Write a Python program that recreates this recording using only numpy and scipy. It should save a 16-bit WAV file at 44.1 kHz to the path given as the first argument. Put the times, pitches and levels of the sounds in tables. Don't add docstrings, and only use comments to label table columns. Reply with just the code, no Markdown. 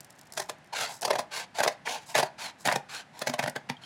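import sys
import numpy as np
from scipy import signal
from scipy.fft import rfft, irfft, next_fast_len
from scipy.io import wavfile

SR = 44100
rng = np.random.default_rng(int(sys.argv[2]) if len(sys.argv) > 2 else 0)


def unload_wav(signal):
    wavfile.write(
        sys.argv[1],
        SR,
        np.round(np.clip(np.atleast_2d(signal).T, -1, 1) * 32767).astype(np.int16),
    )


N = 169785

FLEX_HZ = 690
SHEET_BAND_HZ, TABLE_BAND_HZ = (433, 1466), (102, 248)
# (frequency [Hz], level [dB])
CRACK_TONE = [(200, -27), (600, 5.5), (1000, 13), (1300, 6.5), (1720, 12), (2000, 8), (2400, 4.5),
              (3000, 2.5), (3700, 2.5), (5000, 1), (6500, -2.5), (8700, -8.5), (10000, -6), (11500, -12),
              (15500, -20.5)]
# (pitch [Hz], level [dB], time to fade by 60 dB [s])
SHEET_NOTES = [(387.6, -1, 0.11), (419, -2.5, 0.076), (472, 0, 0.087), (550.2, -5, 0.14), (617.1, -2, 0.15),
               (648, 1, 0.076), (712, 5, 0.053), (815.4, 6, 0.04), (862, 1.5, 0.034), (947, -2, 0.081),
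               (1747, 0, 0.042), (2687, 8.5, 0.02)]
# (pitch [Hz], level [dB], time to fade by 60 dB [s])
TABLE_NOTES = [(146.4, 1, 0.079), (188.5, 1.5, 0.06), (242, 1.5, 0.09)]
# (time [s], length [s], crack [dB], treble lift [dB], sheet [dB], thump [dB])
BREAKS = [(0.373, 0.01, -28.5, 5, -32.5, -52.5), (0.3963, 0.0068, -29, 6.5, -31.5, -57),
          (0.415, 0.013, -39, 6, -66, -57), (0.494, 0.0052, -33, 8, -31.5, -62),
          (1.0268, 0.0068, -32.5, 4.5, -30.5, -52), (1.048, 0.01, -25.5, 8.5, -24.5, -50),
          (1.077, 0.0052, -35.5, 2.5, -26.5, -48.5), (1.1034, 0.0085, -24, -4, -18, -50),
          (1.1297, 0.01, -31.5, -2.5, -29, -49), (1.1527, 0.008, -28.5, -2, -27, -46.5),
          (1.1899, 0.0017, -28.5, 4.5, -24, -45.5), (1.584, 0.016, -27.5, 2, -25.5, -57),
          (1.601, 0.0054, -24, -3, -25.5, -42), (1.612, 0.0057, -40, -16, -26.5, -47),
          (1.6322, 0.0072, -22.5, 5, -27, -68), (1.6454, 0.0061, -28, -4, -26.5, -62),
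          (1.6595, 0.007, -33.5, -11, -24, -43), (1.675, 0.0084, -22, 1, -24, -50),
          (1.8703, 0.0073, -29.5, -21, -38.5, -57), (2.1496, 0.0057, -21.5, -1.5, -22.5, -60),
          (2.1567, 0.02, -23, -1.5, -30, -39), (2.1772, 0.01, -21, 3, -24, -65),
          (2.185, 0.0055, -26.5, 1, -22.5, -37.5), (2.193, 0.016, -23, 1, -23, -48),
          (2.227, 0.009, -27, 0, -21, -42), (2.652, 0.017, -25, 6, -26, -37.5),
          (2.672, 0.0043, -24.5, 3.5, -29, -33), (2.6832, 0.0074, -19.5, -13, -23.5, -40),
          (2.693, 0.015, -32.5, 3, -29.5, -45), (2.7133, 0.003, -26.5, -9, -47, -43),
          (2.7226, 0.0027, -26.5, 4.5, -25, -62), (2.7314, 0.013, -30.5, -8, -32, -40),
          (2.757, 0.0049, -27, 5.5, -23.5, -34.5), (3.215, 0.01, -29.5, 2, -33, -43.5),
          (3.2694, 0.011, -24.5, 3, -24.5, -39), (3.2946, 0.0042, -31.5, 4.5, -37, -34),
          (3.3358, 0.0073, -29.5, -2, -28.5, -44), (3.3902, 0.0084, -23.5, -2, -25.5, -36.5),
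          (3.425, 0.0067, -31, -3, -34, -47), (3.4355, 0.0061, -29, -2.5, -31.5, -36),
          (3.4588, 0.0055, -32.5, -5, -43.5, -40), (3.475, 0.0078, -29.5, -1, -32.5, -36),
          (3.559, 0.0076, -29.5, -5, -33, -41), (3.6966, 0.0031, -27.5, -4.5, -38, -32.5)]
def snips():
    strain_s, attack_s, release_s, crush_s = .009, .003, .003, .012
    out, t = np.zeros(N), np.arange(BURST) / SR - strain_s
    for start, length, crack_db, treble_db, sheet_db, thump_db in BREAKS:
        strain = from_db(-15) * np.clip(1 + t / strain_s, 0, 1)
        rise = np.maximum(np.clip(t / attack_s, 0, 1), strain)
        sag = from_db(-6 * np.clip(t / length, 0, 1))
        after = np.maximum(t - length, 0)
        force = rise * sag * np.exp(-after / release_s)
        crush = rise * from_db(-15) * np.exp(-after / crush_s)
        snaps = clicks(per_s=6500, spread_db=2, size=BURST)
        jolt = 1. 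* (np.arange(BURST) == np.argmax(force))
        push = burst_one(force * snaps) + from_db(-8.5) * burst_one(jolt)
        grip = 1 + .015 * rng.standard_normal()
        flex_note = (FLEX_HZ * np.exp(.089 * rng.standard_normal()), 7, .014)
        low_fade_db = 3 * start
        notes = [(grip * hz, db - low_fade_db * (hz < 550), fade_s) for hz, db, fade_s in SHEET_NOTES]
        sheet = from_db(sheet_db) * burst_one(ring(band(push, SHEET_BAND_HZ), notes + [flex_note]))
        thump = from_db(thump_db) * burst_one(ring(band(push, TABLE_BAND_HZ), TABLE_NOTES))
        tone = [(hz, db + np.interp(hz, [2250, 5700], [0, treble_db])) for hz, db in CRACK_TONE]
        fibres = colour(np.maximum(force, crush) * snaps, tone)
        crack = from_db(crack_db) * burst_one(near_echoes(fibres))
        add(out, start - strain_s, crack + sheet + thump)
    return out


# (frequency [Hz], level [dB])
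RUB_TONE = [(150, -10.5), (500, 2), (950, 3), (1300, 5.5), (1600, 10.5), (1950, 5), (2400, 6.5),
            (3200, 4.5), (4500, 3.5), (5700, 1), (7500, 0.5), (8700, -6.5), (10300, -3), (11800, -11),
            (15500, -18)]
# (pitch [Hz], level [dB], time to fade by 60 dB [s])
SLIT_NOTES = [(924, -2, .01), (1570, -4, 0.01), (4450, -5, 0.024)]
# (time [s], length [s], hiss [dB], sheet [dB])
SLIDES = [(0.719, 0.026, -34.5, -33), (0.738, 0.14, -30, -45.5), (0.87, 0.07, -42, -42.5),
          (1.302, 0.14, -34.5, -47), (1.536, 0.082, -40, -42), (1.698, 0.048, -50.5, -67),
          (1.844, 0.14, -33.5, -39), (1.963, 0.11, -56, -68), (2.075, 0.06, -45.5, -47),
          (2.24, 0.043, -47, -70), (2.372, 0.13, -36.5, -45), (2.879, 0.14, -39, -54),
          (3.122, 0.16, -51.5, -51), (3.803, 0.23, -46, -60)]
def slides():
    attack_s, release_s, swell_db = .016, .009, 8.5
    t = np.arange(N) / SR
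    hiss_gain = treble_gain = sheet_gain = 0
    for start, length, hiss_db, sheet_db in SLIDES:
        along = np.clip((t - start) / length, 0, 1)
        rise = np.clip((t - start) / attack_s, 0, 1) ** 2
        fall = np.exp(-np.clip((t - start - length) / release_s, 0, 20))
        stroke = rise * from_db(-swell_db * (2 * along - 1) ** 2) * fall
        hiss_gain += from_db(hiss_db) * stroke
        treble_gain += from_db(hiss_db) * stroke ** 2.6
        sheet_gain += from_db(sheet_db) * stroke
    friction = from_db(1.8 * wander(per_s=160)) * clicks(per_s=9000, spread_db=2.4, size=N)
    sheet = rms_one(ring(band(friction, (FLEX_HZ, SHEET_BAND_HZ[1])), SHEET_NOTES))
    slit_speed = 1 + .08 * wander(per_s=16)
    slit = np.interp(np.cumsum(slit_speed) / SR % t[-1], t, ring(friction, SLIT_NOTES))
    rub = rms_one(colour(friction, RUB_TONE)) + from_db(-6) * rms_one(slit)
    gap_delay_s = .0011 + .0008 * np.tanh(wander(per_s=3.5))
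    rub = rms_one(rub + .3 * np.interp(t - gap_delay_s, t, rub))
    dull = low_pass(rub, hz=6600)
    return hiss_gain * dull + treble_gain * (rub - dull) + sheet_gain * sheet


# (frequency [Hz], level [dB])
STEEL_TONE = [(900, 3.5), (2500, -14), (5500, 3.5), (7500, 1), (11000, -4), (15500, -16)]
# (time [s], length [s], level [dB])
BLADE_RUBS = [(0.327, 0.14, -52.5), (0.866, 0.14, -48), (2.054, .1, -48.5), (2.583, 0.061, -49.5)]
def blade_rasp():
    t = np.arange(N) / SR
    gain = sum(from_db(db) * np.sin(np.pi * np.clip((t - start) / length, 0, 1))
               for start, length, db in BLADE_RUBS)
    grit = from_db(4 * wander(per_s=220)) * clicks(per_s=9000, spread_db=2.4, size=N)
    return gain * rms_one(near_echoes(colour(grit, STEEL_TONE)))


CONTACT_S = .0024
# (time [s], peak level [dB])
TICKS = [(.006, -31), (0.046, -38), (0.105, -38.5), (0.323, -29.5), (0.336, -31), (0.352, -42),
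         (1.011, -28), (1.019, -22.5), (1.205, -38), (3.192, -31.5), (3.497, -27)]
def ticks():
    out = np.zeros(N)
    fade = np.exp(-np.arange(PAD) / SR / CONTACT_S)
    for start, db in TICKS:
        tick = colour(rng.standard_normal(PAD) * fade, STEEL_TONE)
        add(out, start, from_db(db) * tick / np.abs(tick).max())
    rustles = signal.fftconvolve(np.abs(clicks(per_s=70, spread_db=4, size=N)), fade)[:N]
    crackle = rms_one(colour(rustles * rng.standard_normal(N), STEEL_TONE))
    lining_up = np.arange(N) / SR < .68
    return out + from_db(-65) * crackle * lining_up


# (pitch [Hz], level [dB], time to fade by 60 dB [s])
PIVOT_NOTE = [(3190, 0, 0.052)]
# (time [s], level [dB])
SQUEAKS = [(3.768, -51.5), (3.836, -46)]
def squeaks():
    out, t = np.zeros(N), np.arange(PAD) / SR
    for start, db in SQUEAKS:
        slip = rng.standard_normal(PAD) * np.exp(-t / CONTACT_S)
        add(out, start, from_db(db) * burst_one(ring(slip, PIVOT_NOTE)))
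    return out


def near_echoes(x, fade_s=.0022, db=-8):
    t = np.arange(PAD // 8) / SR
    paths = rng.standard_normal(len(t)) * np.exp(-t / fade_s)
    return x + from_db(db) * signal.fftconvolve(x, paths / np.linalg.norm(paths))[:len(x)]


# (frequency [Hz], level [dB])
ECHO_TONE = [(150, -5), (400, -3), (750, 2), (2000, -1), (5000, -3), (15000, -9)]
def room_echo(x, low_fade_s=.26, treble_fade_s=.16, build_s=.005):
    t = np.arange(SR // 2) / SR
    noise = rng.standard_normal(len(t))
    low = low_pass(noise, hz=2500)
    tail = low * from_db(-60 * t / low_fade_s) + (noise - low) * from_db(-60 * t / treble_fade_s)
    tail *= np.minimum(t / build_s, 1)
    return signal.fftconvolve(x, colour(tail / np.linalg.norm(tail), ECHO_TONE))[:N]


# (frequency [Hz], level [dB])
NOISE_TONE = [(55, -12.5), (150, 5.5), (250, 0), (450, -8), (750, 0), (1200, -8.5), (1700, -4.5),
              (3000, -13.5), (10000, -29.5), (15500, -49)]
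def room_noise():
    return from_db(-56.5) * rms_one(colour(rng.standard_normal(N), NOISE_TONE))


BURST, PAD = 8192, 4096


def from_db(db):
    return 10 ** (np.asarray(db) / 20)


def rms_one(x):
    return x / np.sqrt(np.mean(x ** 2) + 1e-20)


def burst_one(x):
    return x * np.sqrt(.01 * SR / (np.sum(x ** 2) + 1e-20))


def add(out, start, x):
    i = int(np.clip(start * SR, 0, N))
    out[i:i + len(x)] += x[:N - i]


def clicks(per_s, spread_db, size):
    strength = from_db(spread_db * np.minimum(rng.exponential(1, size), 4))
    return strength * rng.choice([-1, 1], size) * (rng.random(size) < per_s / SR)


def wander(per_s):
    return np.interp(np.arange(N) / SR * per_s, np.arange(PAD), rng.standard_normal(PAD))


def ring(x, notes):
    out = 0
    for hz, db, fade_s in notes:
        decay, angle = from_db(-60 / (fade_s * SR)), 2 * np.pi * hz / SR
        feedback = [1, -2 * decay * np.cos(angle), decay * decay]
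        out += from_db(db) * signal.lfilter([1, 0, -1], feedback, x + 1e-18)
    return out


def colour(x, tone):
    size = 2 * next_fast_len((len(x) + PAD) // 2)
    hz = np.maximum(np.arange(size // 2 + 1) * SR / size, 1)
    tone_hz, tone_db = np.transpose(tone)
    bass_cut_db = 20 * np.log10(np.minimum(hz / tone_hz[0], 1))
    db = np.interp(np.log(hz), np.log(tone_hz), tone_db) + bass_cut_db
    cepstrum = irfft(np.log(from_db(db)))
    cepstrum[1:] *= 2
    response = np.exp(rfft(cepstrum[:size // 2], size))
    return irfft(rfft(x, size) * response)[:len(x)]


def band(x, edges_hz):
    return signal.sosfilt(signal.butter(2, edges_hz, "band", fs=SR, output="sos"), x)


def low_pass(x, hz):
    return signal.sosfilt(signal.butter(1, hz, fs=SR, output="sos"), x)


def scene():
    cutting = snips() + slides() + blade_rasp() + near_echoes(ticks()) + squeaks()
    return (cutting + room_noise() + from_db(-13) * room_echo(cutting))[None]


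def record(dry):
    cutoff_hz = 15950
    return signal.sosfilt(signal.ellip(10, .2, 80, cutoff_hz, fs=SR, output="sos"), dry)


dry = scene()
out = record(dry)
unload_wav(out)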